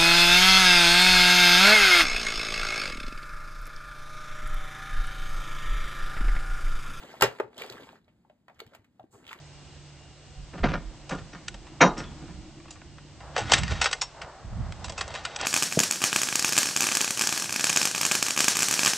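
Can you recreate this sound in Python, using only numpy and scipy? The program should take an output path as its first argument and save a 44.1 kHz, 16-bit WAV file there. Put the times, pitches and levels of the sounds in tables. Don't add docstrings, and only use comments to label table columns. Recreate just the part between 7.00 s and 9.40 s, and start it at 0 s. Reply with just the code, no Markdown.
import sys
import numpy as np
from scipy import signal
from scipy.fft import rfft, irfft
from scipy.io import wavfile
from scipy.ndimage import uniform_filter1d

SR = 44100
rng = np.random.default_rng(int(sys.argv[2]) if len(sys.argv) > 2 else 0)


def bounce(signal):
    frames = np.transpose(np.atleast_2d(signal))
    limited = np.clip(frames, -1, 1)
    pcm = np.round(limited * 32767).astype(np.int16)
    wavfile.write(sys.argv[1], SR, pcm)


def decibels_to_gain(level_db):
    exponent = np.asarray(level_db, float) / 20
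    return 10 ** exponent


N = 105840

# start_s, level_db, brightness_db
RUBBING = [(0,-52.5,4.5),(0.198,-53.5,4),(.36,-53,-0.5),(.5,-63.5,-10.5),(0.564,-54.5,-3.5),(0.592,-51.5,7),(0.799,-50.5,0),(0.954,-57.5,-3),(1.023,-79,-0.5),(1.459,-91,3),(1.56,-74.5,4.5),(1.752,-59.5,-7),(1.9,-85.5,0.5),(2.102,-81.5,-9.5),(2.132,-60.5,-10),(2.249,-55,-14),(2.309,-58.5,12.5),(2.4,-54.5,-9)]
# pitch_hz, level_db (per Hz)
RUB_TONE = [(50,-10),(300,3.5),(1000,0),(2400,-5),(4500,-11.5),(7000,-17.5),(11400,-24.5),(14500,-25)]
# pitch_hz, level_db, fade_s (to -60 dB)
RING_NOTES = [(275, -8.5, 0.048), (420, -9.5, 0.17), (514.5, -2.5, 0.059), (710, -14.5, 0.21),
              (1320, -21.5, 0.049), (1600, -27, 0.19), (1600, -27.5, 0.12), (2730, -28, 0.16)]
# pitch_hz, level_db (per Hz)
AIR_TONE = [(15, -39), (25, -8.5), (223, 6), (416, -9.5), (1330, -22.5), (1790, -23), (10100, -35),
            (11300, -38), (16000, -43)]
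# pitch_hz, lead_radians
PORT_LEAD = [(0,0),(750,-.8),(1500,0),(2450,2.5),(3600,1.5),(4910,1.7),(7060,5.7),(16500,17.5)]
# pitch_hz, difference_db
PORT_LEAN = [(60,0),(250,1.5),(700,1.5),(2400,-1.5),(8000,0)]
# start_s, peak_db, pitch_hz, fade_s
NEEDLE_PINGS = [(.034,-45.5,3140,0.027),(.2105,-23,4770,0.015),(.2225,-19,4950,0.019),(.235,-24,5220,0.059),(.259,-47,1350,0.027),(.273,-35,800,0.02),(.4,-23,1216,0.031),(.5308,-45,1113,0.014),(.544,-53.5,3400,.02),(.5677,-41.5,3040,0.013),(.5792,-38.5,3310,0.032),(.598,-39,2400,.03),(.6191,-31,2381,0.03),(.6416,-37,1100,0.01),(.695,-45.5,1500,0.034),(.7693,-41.5,1270,0.032),(.779,-43.5,1600,0.057),(.8326,-46.5,3230,0.014),(.89,-45,930,0.03),(.93,-46,696,0.025),(.9568,-49.5,1250,0.0199),(1.0442,-67.5,4020,0.021),(1.0792,-61,609,0.068),(1.4822,-44.5,910,0.041),(1.498,-49.5,647,0.096),(1.546,-63,6060,0.016),(1.6,-43.5,1590,0.043),(1.675,-54.5,3100,0.022),(1.7102,-60.5,1200,0.022),(1.7501,-48,690,0.046),(1.997,-50,884,0.026),(2.03,-60.5,2896,.012),(2.04,-49.5,300,.06),(2.1268,-62,7440,.02),(2.1417,-58.5,7000,.02),(2.19,-59,1760,0.0168),(2.234,-55,2130,0.017),(2.2425,-48,2390,0.016),(2.252,-49.5,2730,.02),(2.266,-51,5140,0.024),(2.3109,-43,1330,.03),(2.314,-39,2450,.02),(2.319,-38,910,0.025),(2.33,-47.5,7000,0.013),(2.352,-44.5,974,.03),(2.388,-45.5,2900,0.024),(2.392,-51,1200,0.024)]
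# start_s, peak_db, pitch_hz, fade_s
RING_KNOCKS = [(.035,-44.5,800,0.014),(.044,-41.5,580,0.047),(.1,-56,613,.05),(0.14,-35.5,679,0.015),(0.2094,-25.5,980,0.021),(.2215,-10.5,614,0.025),(.227,-19,594.5,0.069),(0.2284,-13,420,0.04),(0.2343,-14,530,0.022),(.238,-15.5,414.6,0.06),(0.3993,-25.5,840,0.018),(0.4,-17,412.3,0.043),(.572,-43.5,630,0.042),(0.613,-32,434,0.015),(0.619,-35.5,420,.04),(.642,-37.5,710,0.015),(.651,-38,420,0.031),(.7,-38.5,404,0.0466),(0.766,-58,465,0.12),(0.798,-38,438,0.016),(1.249,-56,866,0.0221),(1.299,-48,600.5,0.019),(1.617,-36,421,0.027),(1.722,-52.5,570,0.039),(1.995,-42.5,731,0.039),(2.004,-44.5,641,0.053),(2.037,-57.5,383.4,0.081),(2.149,-49,410,0.15),(2.308,-46.5,946,0.079)]
# start_s, peak_db
LAP_THUMPS = [
    (0.227,-24.5),
    (.43,-45.5),
    (0.701,-45),
    (0.81,-52.5),
    (1.997,-51),
]
# start_s, peak_db, pitch_hz, crack_db, fade_s
NEEDLE_TICKS = [(0.2091,-26.5,4370,7.5,0.062),(0.2212,-13,2660,8.5,0.032),(0.3858,-38,1700,-10.5,0.068),(0.398,-26.5,2050,-19,0.039),(0.5304,-49,2020,-30,0.042),(0.5788,-35.5,3390,-4,0.31),(0.5794,-36.5,7800,2,0.015),(0.6183,-31,2570,2,0.025),(0.635,-39.5,3870,-8,0.044),(0.6624,-37,2150,4,0.018),(0.699,-23.5,4400,-6,0.011),(0.7223,-38.5,3470,0,0.06),(0.8339,-44.5,3160,-10,0.0255),(0.89,-35.5,2510,-21,0.016),(2.266,-40,2700,-7.5,0.024),(2.277,-38.5,3140,-6,0.061),(2.291,-32.5,2820,-17,0.032),(2.3291,-26.5,2000,-6,0.019),(2.346,-40,1510,-28,0.026),
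                (1.0792,-57,2510,-14,0.12),(1.2968,-54.5,2403,-13,0.061),(1.481,-42.5,2300,-16.5,0.04),(1.4958,-46,1910,-24,0.051),(1.591,-46,2155,1,0.087),(1.6018,-29,3480,-2,0.025),(1.664,-53.5,2890,4.5,0.042),(1.7341,-48.5,941,-0.5,0.096),(1.748,-45,2190,5,0.059),(1.8438,-55.5,2370,-3.5,0.069),(1.9963,-51,2890,-0.5,0.014),(2.107,-51.5,7170,-8,0.52),(2.1543,-43.5,1427,-10,0.018)]
# pitch_hz, level_db (per Hz)
CRACK_TONE = [(250,-13),(500,-3),(2400,-2.5),(4500,-10),(8500,-13.5),(11400,-19),(13400,-11.5),(16000,-19.5)]
# pitch_hz, fade_s
ROOM_FADE = [(100,.3),(500,.24),(2000,.19),(5000,.15),(14000,.14)]
# pitch_hz, width_hz, depth_db
TREBLE_DIPS = [(5650, 280, -9), (10300, 600, -10)]

RUB_TOP_HZ = 14300


def evened(x):
    return x / np.sqrt(np.mean(x ** 2) + 1e-20)


def read(points, hz):
    f, value = np.transpose(points)
    return np.interp(np.log(hz + 1), np.log(f + 1), value)


def add(mix, start_s, sound):
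    part = mix[round(start_s * SR):][:len(sound)]
    part += sound[:len(part)]


def colour(x, gain):
    hz = np.fft.rfftfreq(x.shape[-1], 1 / SR)
    return irfft(rfft(x) * gain(hz), x.shape[-1])


def fade(t, fade_s):
    return decibels_to_gain(-60 * t / max(fade_s, .004))


def mode(t, hz, fade_s):
    return np.sin(2 * np.pi * hz * t) * fade(t, fade_s)


def wander(per_s):
    return evened(colour(rng.standard_normal(N), lambda hz: 1 / (1 + (hz / per_s) ** 4)))


def ring(detune=1):
    t = np.arange(6000) / SR
    return sum(decibels_to_gain(db) * mode(t, hz * detune, min(fade_s, .06)) for hz, db, fade_s in RING_NOTES)


def patchy(x):
    patch_db = 2.5
    z = signal.stft(x, nperseg=256)[2]
    spots = uniform_filter1d(rng.standard_normal(z.T.shape), size=7, axis=0)
    spots = evened(uniform_filter1d(spots, size=4, axis=1))
    return signal.istft(z * decibels_to_gain(patch_db * spots.T), nperseg=256)[1][:N]


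def grind():
    slips_per_s, slip_spread_db, clump_db = 660, 2, 1
    slip_ring_db, pivot_hz = -13, 1200
    start_s, level_db, bright_db = np.transpose(RUBBING)
    t = np.arange(N) / SR
    size = decibels_to_gain(slip_spread_db * np.minimum(rng.exponential(1, N), 2))
    size = size * (rng.random(N) < slips_per_s / SR)
    slips = evened(size * rng.standard_normal(N)) + 1.2 * rng.standard_normal(N)
    slips = patchy(slips * decibels_to_gain(clump_db * wander(47)))
    rub = evened(colour(slips, lambda f: decibels_to_gain(read(RUB_TONE, f)) / (1 + (f / RUB_TOP_HZ) ** 40)))
    high = colour(rub, lambda f: f ** 2 / (f ** 2 + pivot_hz ** 2))
    frame = evened(signal.oaconvolve(slips, ring())[:N])
    body = rub - high + decibels_to_gain(slip_ring_db) * frame
    bright = high * decibels_to_gain(np.interp(t, start_s, bright_db))
    return decibels_to_gain(np.interp(t, start_s, level_db)) * (body + bright)


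def rumble():
    rumble_db, rumble_hz, lump_db, follow = -72, 93, 5.5, 0.13
    start_s, level_db, _ = np.transpose(RUBBING)
    low = evened(colour(rng.standard_normal(N), lambda f: f / (1 + (f / rumble_hz) ** 3)))
    crank_db = np.interp(np.arange(N) / SR, start_s, level_db) + 71
    return low * decibels_to_gain(rumble_db + lump_db * wander(15) + follow * crank_db)


def ports(x):
    def half(f):
        lead = np.interp(f, *np.transpose(PORT_LEAD))
        return np.exp(.5j * lead) * decibels_to_gain(.5 * read(PORT_LEAN, f))
    return np.array([colour(x, half), colour(x, lambda f: 1 / half(f))])


def air():
    air_db, drift_db = -70, 1.7
    shared, left, right = rng.standard_normal((3, N))
    own = .5 * colour(np.array([left, right]), lambda f: f / np.sqrt(f ** 2 + 300 ** 2))
    tone = evened(colour(ports(shared) + own, lambda f: decibels_to_gain(read(AIR_TONE, f))))
    return decibels_to_gain(air_db + drift_db * wander(5.4)) * tone


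def pings():
    rough, width, rise_s = 1.2, .3, .0007
    out, t = np.zeros(N), np.arange(4000) / SR
    noises = rng.standard_normal((len(NEEDLE_PINGS), 4000))
    for (start_s, db, hz, fade_s), noise in zip(NEEDLE_PINGS, noises):
        skirt = evened(colour(noise, lambda f: f / hz / (1 + ((f - hz) / (width * hz)) ** 2)))
        ping = mode(t, hz, fade_s) + rough * skirt * fade(t, fade_s)
        add(out, start_s, decibels_to_gain(db - 4) * ping * np.minimum(t / rise_s, 1))
    return out


def knocks():
    rough, width, rise_turns, low_cut_hz = .45, 0.19, 0.39, 300
    ring_db, after_db, after_fade_s = -16.5, -14.5, 0.14
    out, t = np.zeros(N), np.arange(6000) / SR
    noises = rng.standard_normal((len(RING_KNOCKS), 6000))
    for (start_s, db, hz, fade_s), noise in zip(RING_KNOCKS, noises):
        def near(f):
            slope = (f / hz) ** 2 / (1 + (f / hz / 3) ** 2)
            return slope / (1 + ((f - hz) / (width * hz)) ** 2)
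        cloud = rough * evened(colour(noise, near))
        cloud = cloud * (.5 * decibels_to_gain(-60 * t / fade_s) + decibels_to_gain(after_db - 60 * t / after_fade_s))
        blow = mode(t, hz, fade_s) + cloud + decibels_to_gain(ring_db) * ring(1 + 0.024 * noise[0])
        blow = blow * (1 - np.exp(-t * hz / rise_turns)) ** 2
        add(out, start_s, decibels_to_gain(db) * blow / abs(blow).max())
    out = colour(out, lambda f: 1 / np.sqrt(1 + (low_cut_hz / (f + 1)) ** 6))
    thump = mode(t, 121.4, 0.17) + decibels_to_gain(-17) * mode(t, 55, 0.17)
    thump = thump * np.minimum(t / .015, 1)
    for start_s, db in LAP_THUMPS:
        add(out, start_s, decibels_to_gain(db) * thump)
    return out


def ticks():
    rattle_width, crack_top, crack_s = 0.31, 6, 0.003
    rise_s, swell = .0015, .1
    out, t, rows = np.zeros(N), np.arange(12000) / SR, NEEDLE_TICKS
    noises = rng.standard_normal((len(rows), 2, 12000))
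    for (start_s, db, hz, crack_db, fade_s), noise in zip(rows, noises):
        def near(f):
            return np.minimum(2 * f / hz, 1) ** 2 / (1 + ((f - hz) / (rattle_width * hz)) ** 2)

        def wide(f):
            return decibels_to_gain(read(CRACK_TONE, f)) / np.sqrt(1 + (f / (crack_top * hz)) ** 4)
        rattle = evened(colour(noise[0], near))
        crack = evened(colour(noise[1], wide))
        snap = (rattle + decibels_to_gain(crack_db) * crack) * (0.66 + np.exp(-t / crack_s)) * fade(t, fade_s)
        add(out, start_s, decibels_to_gain(db - 6) * snap * np.minimum(t / (rise_s + swell * fade_s ** 2), 1))
    return out


def shake():
    start_s, level_db, hold_s, fade_s = .2225, -16.5, 0.0047, 0.14
    tilt_db, split_hz, high_fade_s = -3, 8700, .15
    out, t = np.zeros(N), np.arange(12000) / SR
    strength = 3.3 + (rng.random(12000) < .03) * rng.exponential(1.0, 12000)
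    hits = rng.standard_normal(12000) * strength
    chatter = evened(colour(hits, lambda f: decibels_to_gain(read(CRACK_TONE, f) + tilt_db * np.log2(f / 1000 + 0.27))))
    high = colour(chatter, lambda f: f ** 4 / (f ** 4 + split_hz ** 4))
    low = chatter - high
    high = colour(high, lambda f: 1 / (1 + (f / RUB_TOP_HZ) ** 40)) * decibels_to_gain(-60 * t / high_fade_s)
    fade_db = -60 * np.maximum(t - hold_s, 0) / fade_s
    add(out, start_s, (low + high) * decibels_to_gain(level_db + fade_db) * np.minimum(t / 0.002, 1))
    return out


def room(x):
    same = 0.23
    taps = np.zeros((2, SR // 2))
    at = np.arange(120, SR // 2 - 20, 20) + rng.integers(0, 20, (2, (SR // 2 - 121) // 20))
    np.put_along_axis(taps, at, rng.choice([-1., 1.], at.shape), 1)
    hz, t, z = signal.stft(taps, SR, nperseg=256)
    dying = decibels_to_gain(-60 * t / read(ROOM_FADE, hz)[:, None])
    echoes = signal.istft(z * dying, SR, nperseg=256)[1]
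    echoes = echoes / np.linalg.norm(echoes[0])
    tail = signal.fftconvolve(x[None], echoes, axes=1)[:, :N]
    own = colour(tail, lambda f: f / np.sqrt(f ** 2 + 400 ** 2))
    return same * ports(tail[0]) + np.sqrt(1 - same ** 2) * own


def scene():
    machine = grind() + rumble() + pings() + knocks() + ticks() + shake()
    return ports(machine) + decibels_to_gain(-12) * room(machine) + air()


def top_cut(x):
    return signal.sosfilt(signal.butter(12, 17160, fs=SR, output="sos"), x)


def record(dry):
    low_hz, edge_hz = 44.8, 16100
    heard = colour(dry, lambda f: f ** 2 / (f ** 2 + low_hz ** 2) / (1 + (f / edge_hz) ** 60))

    def hollows(f):
        return decibels_to_gain(sum(db * np.exp(-((f - hz) / width) ** 2) for hz, width, db in TREBLE_DIPS))
    return top_cut(colour(heard, hollows))


dry = scene()
out = record(dry)
bounce(out)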